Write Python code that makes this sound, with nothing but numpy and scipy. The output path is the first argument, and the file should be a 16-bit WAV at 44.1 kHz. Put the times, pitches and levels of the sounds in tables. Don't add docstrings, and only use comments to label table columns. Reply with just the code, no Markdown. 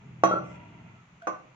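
import sys
import numpy as np
from scipy import signal
from scipy.fft import rfft, irfft, next_fast_len
from scipy.io import wavfile

SR = 44100
rng = np.random.default_rng(int(sys.argv[2]) if len(sys.argv) > 2 else 0)


def pcm_store(signal):
    levels = np.round(np.clip(np.atleast_2d(signal), -1, 1) * 32767)
    wavfile.write(sys.argv[1], SR, levels.astype(np.int16).T)


N = 68355
T = np.arange(N) / SR


def amp(db):
    return 10 ** (np.asarray(db) / 20)


def unit(x):
    return x / np.sqrt(np.mean(x ** 2) + 1e-20)


def along(points, hz):
    f, values = np.transpose(points)
    return np.interp(np.log(hz + 1), np.log(f + 1), values)


def curve(points, outside=None):
    times, values = np.transpose(points)
    return np.interp(T, times, values, outside, outside)


def filtered(x, response):
    size = next_fast_len(x.shape[-1] + 8192)
    return irfft(rfft(x, size) * response(np.fft.rfftfreq(size, 1 / SR)), size)[..., :x.shape[-1]]


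def wobble(hz, count=1):
    return unit(filtered(rng.standard_normal((count, N)), lambda f: np.exp(-(f / hz) ** 2)))


# (frequency [Hz], correlation [0-1])
PORT_LIKENESS = [(30, 0.34), (80, 1), (200, 0.93), (500, 0.67), (1500, 0.04), (8000, 0.017)]
def stereo_noise(spectrum, likeness=PORT_LIKENESS, source=None):
    def colour(hz):
        angle = np.arccos(np.clip(along(likeness, hz), -1, 1)) / 2
        return amp(along(spectrum, hz)) * [np.cos(angle), np.sin(angle)]
    mid, side = filtered(rng.standard_normal((2, N)) if source is None else source, colour)
    return unit(np.array([mid + side, mid - side]))


# (frequency [Hz], relative density [dB])
HISS_SPECTRUM = [(20, -13), (100, -1.5), (300, -10.5), (700, -8.5), (1200, -5.5), (1700, -10), (2400, -7),
                 (3200, -16.5), (4500, -24.5), (5300, -27.5), (6500, -20), (7400, -26.5), (8000, -44),
                 (15500, -55)]
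def room_hiss(level_db=-61):
    return amp(level_db) * stereo_noise(HISS_SPECTRUM)


# (time [s], gain [dB])
ENGINE_PASS = [(0, -59), (.04, -50.5), (.2, -51), (.35, -48.5), (.5, -50.5), (.7, -52), (.9, -53),
               (1.0, -58), (1.09, -66.5), (1.14, -58.5), (1.19, -65.5), (1.35, -65), (1.55, -67.5)]
# (multiple of the firing rate, relative level [dB])
ENGINE_ORDERS = [(2, -16.5), (3, 2), (4, -2), (5, -9.5), (6, -21), (7, -15), (8, -24)]
# (time [s], gain [dB])
UPPER_LIFT = [(0, -20), (.3, -5.5), (.8, 8.5), (.9, -10), (1.55, -4)]
# (frequency [Hz], relative density [dB])
RUMBLE_SPECTRUM = [(30, -47), (55, -16.5), (90, -8.5), (130, 1), (200, -6.5), (300, -17.5), (450, -19.5),
                   (900, -73.5)]
def engine(firing_hz=42.52, waver_hz=5.6, waver_rad=0.22, flutter_db=2.5, rumble_db=0.5):
    order, db = np.transpose(ENGINE_ORDERS)[:, :, None]
    phase = 2 * np.pi * firing_hz * T + waver_rad * wobble(waver_hz)
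    flutter = flutter_db * wobble(2 * waver_hz, count=len(order))
    level = amp(db + (order > 5) * curve(UPPER_LIFT) + flutter)
    drone = (level * np.sin(order * phase + 2 * np.pi * rng.random(order.shape))).sum(0)
    return amp(curve(ENGINE_PASS)) * (drone + amp(rumble_db) * stereo_noise(RUMBLE_SPECTRUM))


# (frequency [Hz], t60 [s])
KITCHEN_DECAY = [(150, 0.85), (330, 0.36), (600, 0.44), (1300, 0.36), (2500, 0.43), (6000, 0.36),
                 (12000, 0.15)]
def kitchen_reverb(x, delay_samples=300):
    hz, t, bins = signal.stft(rng.standard_normal((2, SR // 2)), SR, nperseg=256)
    tail = signal.istft(bins * amp(-60 * t / along(KITCHEN_DECAY, hz)[:, None]), SR, nperseg=256)[1]
    tail = stereo_noise([(20, -12), (200, -3.0), (3000, -1.5), (15000, -7)], source=tail)
    delayed = np.pad(x, ((0, 0), (delay_samples, 0)))
    return signal.fftconvolve(delayed, tail / np.linalg.norm(tail[0]), axes=1)[:, :N]


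# (time [s], level [dB])
SIFT_LEVEL = [(.44, -76), (.5, -70), (.57, -75)]
# (frequency [Hz], relative density [dB])
SIFT_SPECTRUM = [(3500, -30.5), (5500, -1), (7500, -2), (9000, -24), (10500, -62.5)]
def sifting_flour():
    return amp(curve(SIFT_LEVEL, outside=-140)) * stereo_noise(SIFT_SPECTRUM)


# (time [s], level [dB])
SCRAPE_LEVEL = [(0, -64.5), (.2, -63), (.42, -55.5), (.55, -52), (.7, -58), (.85, -58.5), (1.0, -62.5),
                (1.08, -88), (1.3, -69.5), (1.55, -74)]
# (frequency [Hz], width [Hz], relative level [dB])
SCRAPE_RESONANCES = [(662, 41, 5), (933, 61, 4.5), (1370, 31, 4), (2050, 130, -1), (2420, 110, -2),
                     (2730, 241, -5), (3374, 37, -6.5)]
def scrape(grains_per_s=900, spread_db=3.5, top_hz=4570):
    def bowl(f):
        peaks = sum((-1) ** k * amp(db) * 1j * f * width / (hz * hz - f * f + 1j * f * width)
                    for k, (hz, width, db) in enumerate(SCRAPE_RESONANCES))
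        return peaks / (1 + (f / top_hz) ** 4)
    grains = (rng.random((2, N)) < grains_per_s / SR) * amp(spread_db * rng.standard_normal((2, N)))
    return amp(curve(SCRAPE_LEVEL)) * unit(filtered(grains - grains.mean(), bowl))


# (time [s], length [s], pitch [Hz], level [dB], left port's lead [rad])
GLASS_TONES = [(0.307, 0.042, 1350, -21.5, -1.45), (0.347, 0.051, 1346, -26, -1.22),
               (0.492, 0.049, 2052, -57.5, 0.62), (0.517, 0.17, 963, -56, 0.53),
               (0.726, 0.067, 962.4, -60.5, 0.024), (0.941, 0.11, 1310, -61.5, -0.99),
               (1.217, 0.053, 678, -44, 0.38)]
def singing_glass(squareness=4, waver_rad=.3, waver_hz=25):
    out = np.zeros((2, N))
    for start, length, hz, db, lead in GLASS_TONES:
        swell = np.sin(np.pi * np.clip((T - start) / length, 0, 1)) ** 2
        envelope = amp(db) * (1 - np.exp(-squareness * swell))
        phase = 2 * np.pi * hz * (T - start) + waver_rad * wobble(waver_hz)
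        out += envelope * np.sin(phase + np.array([[lead], [-lead]]) / 2)
    return out


# (frequency [Hz], relative density [dB])
THUD_SPECTRUM = [(70, -43), (130, -9), (670, -1), (1150, 3.5), (1600, -10), (2500, -19), (4800, -43),
                 (5900, -18.5), (9000, -55), (15000, -68)]
def thud(t, db, t60=.07):
    return stereo_noise(THUD_SPECTRUM)[:, :len(t)] * amp(db - 60 * t / t60)


# (frequency [Hz], relative density [dB])
TICK_SPECTRUM = [(1000, -30), (3000, 3.5), (7500, -4), (9500, -18), (15500, -24.5)]
def tick(t, db, t60=0.027, lead_samples=11):
    left, right = stereo_noise(TICK_SPECTRUM, likeness=[(1000, .85)])
    return np.array([left, np.roll(right, lead_samples)])[:, :len(t)] * amp(db - 60 * t / t60)


def click(t, db, hz, half_width_cycles, left_lag_s=0.00024):
    cycles = (t - [[left_lag_s], [0]]) * hz - 1 / 4
    return amp(db) * np.exp(-(cycles / half_width_cycles) ** 2) * np.cos(2 * np.pi * cycles)


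def ring(t, modes, place, stretch, scatter_db=3):
    hz, right_db, left_db, t60, pan_db, lead = np.transpose(modes)[:, :, None]
    db = right_db + place * (left_db - right_db) + scatter_db * rng.standard_normal(hz.shape)
    fade = amp(db - 60 * t / (t60 * stretch))
    phase = 2 * np.pi * hz * t
    return np.array([(fade * amp(side * pan_db / 2) * np.sin(phase + side * lead / 2)).sum(0)
                     for side in (1, -1)])


# (frequency [Hz], gain struck right [dB], gain struck left [dB],
# t60 [s], left port over right [dB], left port's lead [rad])
BOWL_MODES = [(187.3, -8.5, -18, 0.47, 1, -0.08), (328.4, -4.5, -6, 0.26, -7.5, -1.5),
              (385, -9.5, -16.5, 0.3, -8.5, -1.4), (520, -9.5, -1, 0.11, 3.5, -0.07),
              (579, -11.5, -12.5, 0.49, -2, 1), (614.4, -12, -5.5, 0.23, 7.5, -0.9),
              (679.3, 0, -40, 0.11, -2, 0.2), (694, -35, 6.5, 0.16, 0, -0.75),
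              (823, -26, -19, 0.49, -6.5, -2.5), (879, -26, -4, 0.12, -1.5, -4),
              (1035, -24, -3.5, 0.21, -8, -1.8), (1113.8, 6, -17, 0.1, -5.5, -1.48),
              (1164, -19.5, 5.5, 0.25, 0.5, -1.7), (1227, -29.5, 1, 0.041, -9.5, -0.5),
              (1455.7, -5.5, -39, 0.28, 3.5, -3), (1354, -18, -35, 0.54, 4, -0.2),
              (1504, -44, -1.5, 0.2, -4, -4), (1638, -32.5, -8.5, 0.11, -5, -1.3)]
SPOON_MODES = [(1848, -29, -33.5, 0.11, 2.5, 0.24), (2716, -28, -19.5, 0.22, 2, 3.5),
               (2520, -27, -22, .27, 3, 1.4), (3236, -34.5, -42, 0.31, -1.5, 1.8),
               (4458, -36.5, -39, 0.4, 0.5, 2.5), (5900, -31.5, -38.5, 0.46, -2, 4),
               (5950, -26, -26.5, 0.28, 1.5, 3.5), (5610, -45, -31, .25, -0.5, 3),
               (6390, -44, -21, .08, 1.5, 3), (3850, -30, -34, 0.16, 0.5, -1),
               (4100, -31.5, -34, 0.18, 3, 1), (4880, -50.5, -46, 0.27, 0, -1),
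               (6793, -33, -44, .08, 1, 1.5), (8220, -44.5, -44, .15, 5.5, 1.4),
               (9360, -51.5, -61, .2, 4.5, 2.5), (10000, -49, -48, 0.069, 5.5, 2),
               (11500, -53.5, -46, .1, 3, 1.5), (15250, -53.5, -73, .06, 5.5, 0.5)]
# (time [s], overall gain [dB], place [0 right wall - 1 left wall],
# bowl t60 [factor], spoon [dB], thud [dB], click [dB], click pitch [Hz], click half-width [cycles],
# tick [dB], rise [ms], spoon t60 [factor], time until flour smothers the spoon [s])
SPOON_KNOCKS = [(0.2366, -17, 0, 0.78, 3, -2.5, 8.5, 763, 0.68, -25, 0.17, 1.03, 0.16),
                (0.3115, -29, 0.57, 1.12, -8.5, -7.5, 14.5, 607, 0.41, -45, 0.59, 0.94, .12),
                (.339, -33.5, 0.43, 1.51, -17.5, -7, 16.5, 508, 0.41, -52.5, 0.87, 1.1, .09),
                (0.361, -32, .2, 0.27, -27, -16.5, 6, 500, 1.5, -57, 2.5, 1.1, .07),
                (1.2217, -76.5, 0.71, 0.4, 4, 1.5, 36, 1500, 3.5, 18, 0.3, 0.46, .05),
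                (1.2703, -26.5, 0.92, 0.59, 2.5, 3.5, -26.5, 1200, 0.73, -34, 1.42, 0.58, 0.072)]
def knocks(smother_s=.012, low_cut_hz=128):
    early = SR // 50
    out, t = np.zeros((2, N + SR)), (np.arange(SR // 2) - early) / SR
    for (start, db, place, bowl_stretch, spoon_db, thud_db, click_db, click_hz, click_cycles,
         tick_db, rise_ms, spoon_stretch, free_s) in SPOON_KNOCKS:
        bowl = ring(t, BOWL_MODES, place, bowl_stretch)
        smother = np.exp(-np.maximum(t - free_s, 0) / smother_s)
        spoon = amp(spoon_db) * smother * ring(t, SPOON_MODES, place, spoon_stretch)
        rise = 1 - np.exp(-np.maximum(t, 0) * 1000 / rise_ms)
        body = rise * (bowl + spoon + thud(t, thud_db) + tick(t, tick_db))
        knock = body + click(t, click_db, click_hz, click_cycles)
        out[:, round(start * SR) - early:][:, :len(t)] += amp(db) * knock
    return filtered(out[:, :N], lambda f: f ** 2 / (f ** 2 + low_cut_hz ** 2))


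def scene(reverb_db=-8, singing_send_db=-6):
    blows, tones = knocks(), singing_glass()
    reverb = amp(reverb_db) * kitchen_reverb(blows + amp(singing_send_db) * tones)
    return blows + tones + reverb + engine() + scrape() + sifting_flour() + room_hiss()


def record(dry, top_hz=15600):
    return filtered(dry, lambda hz: hz < top_hz)


dry = scene()
out = record(dry)
pcm_store(out)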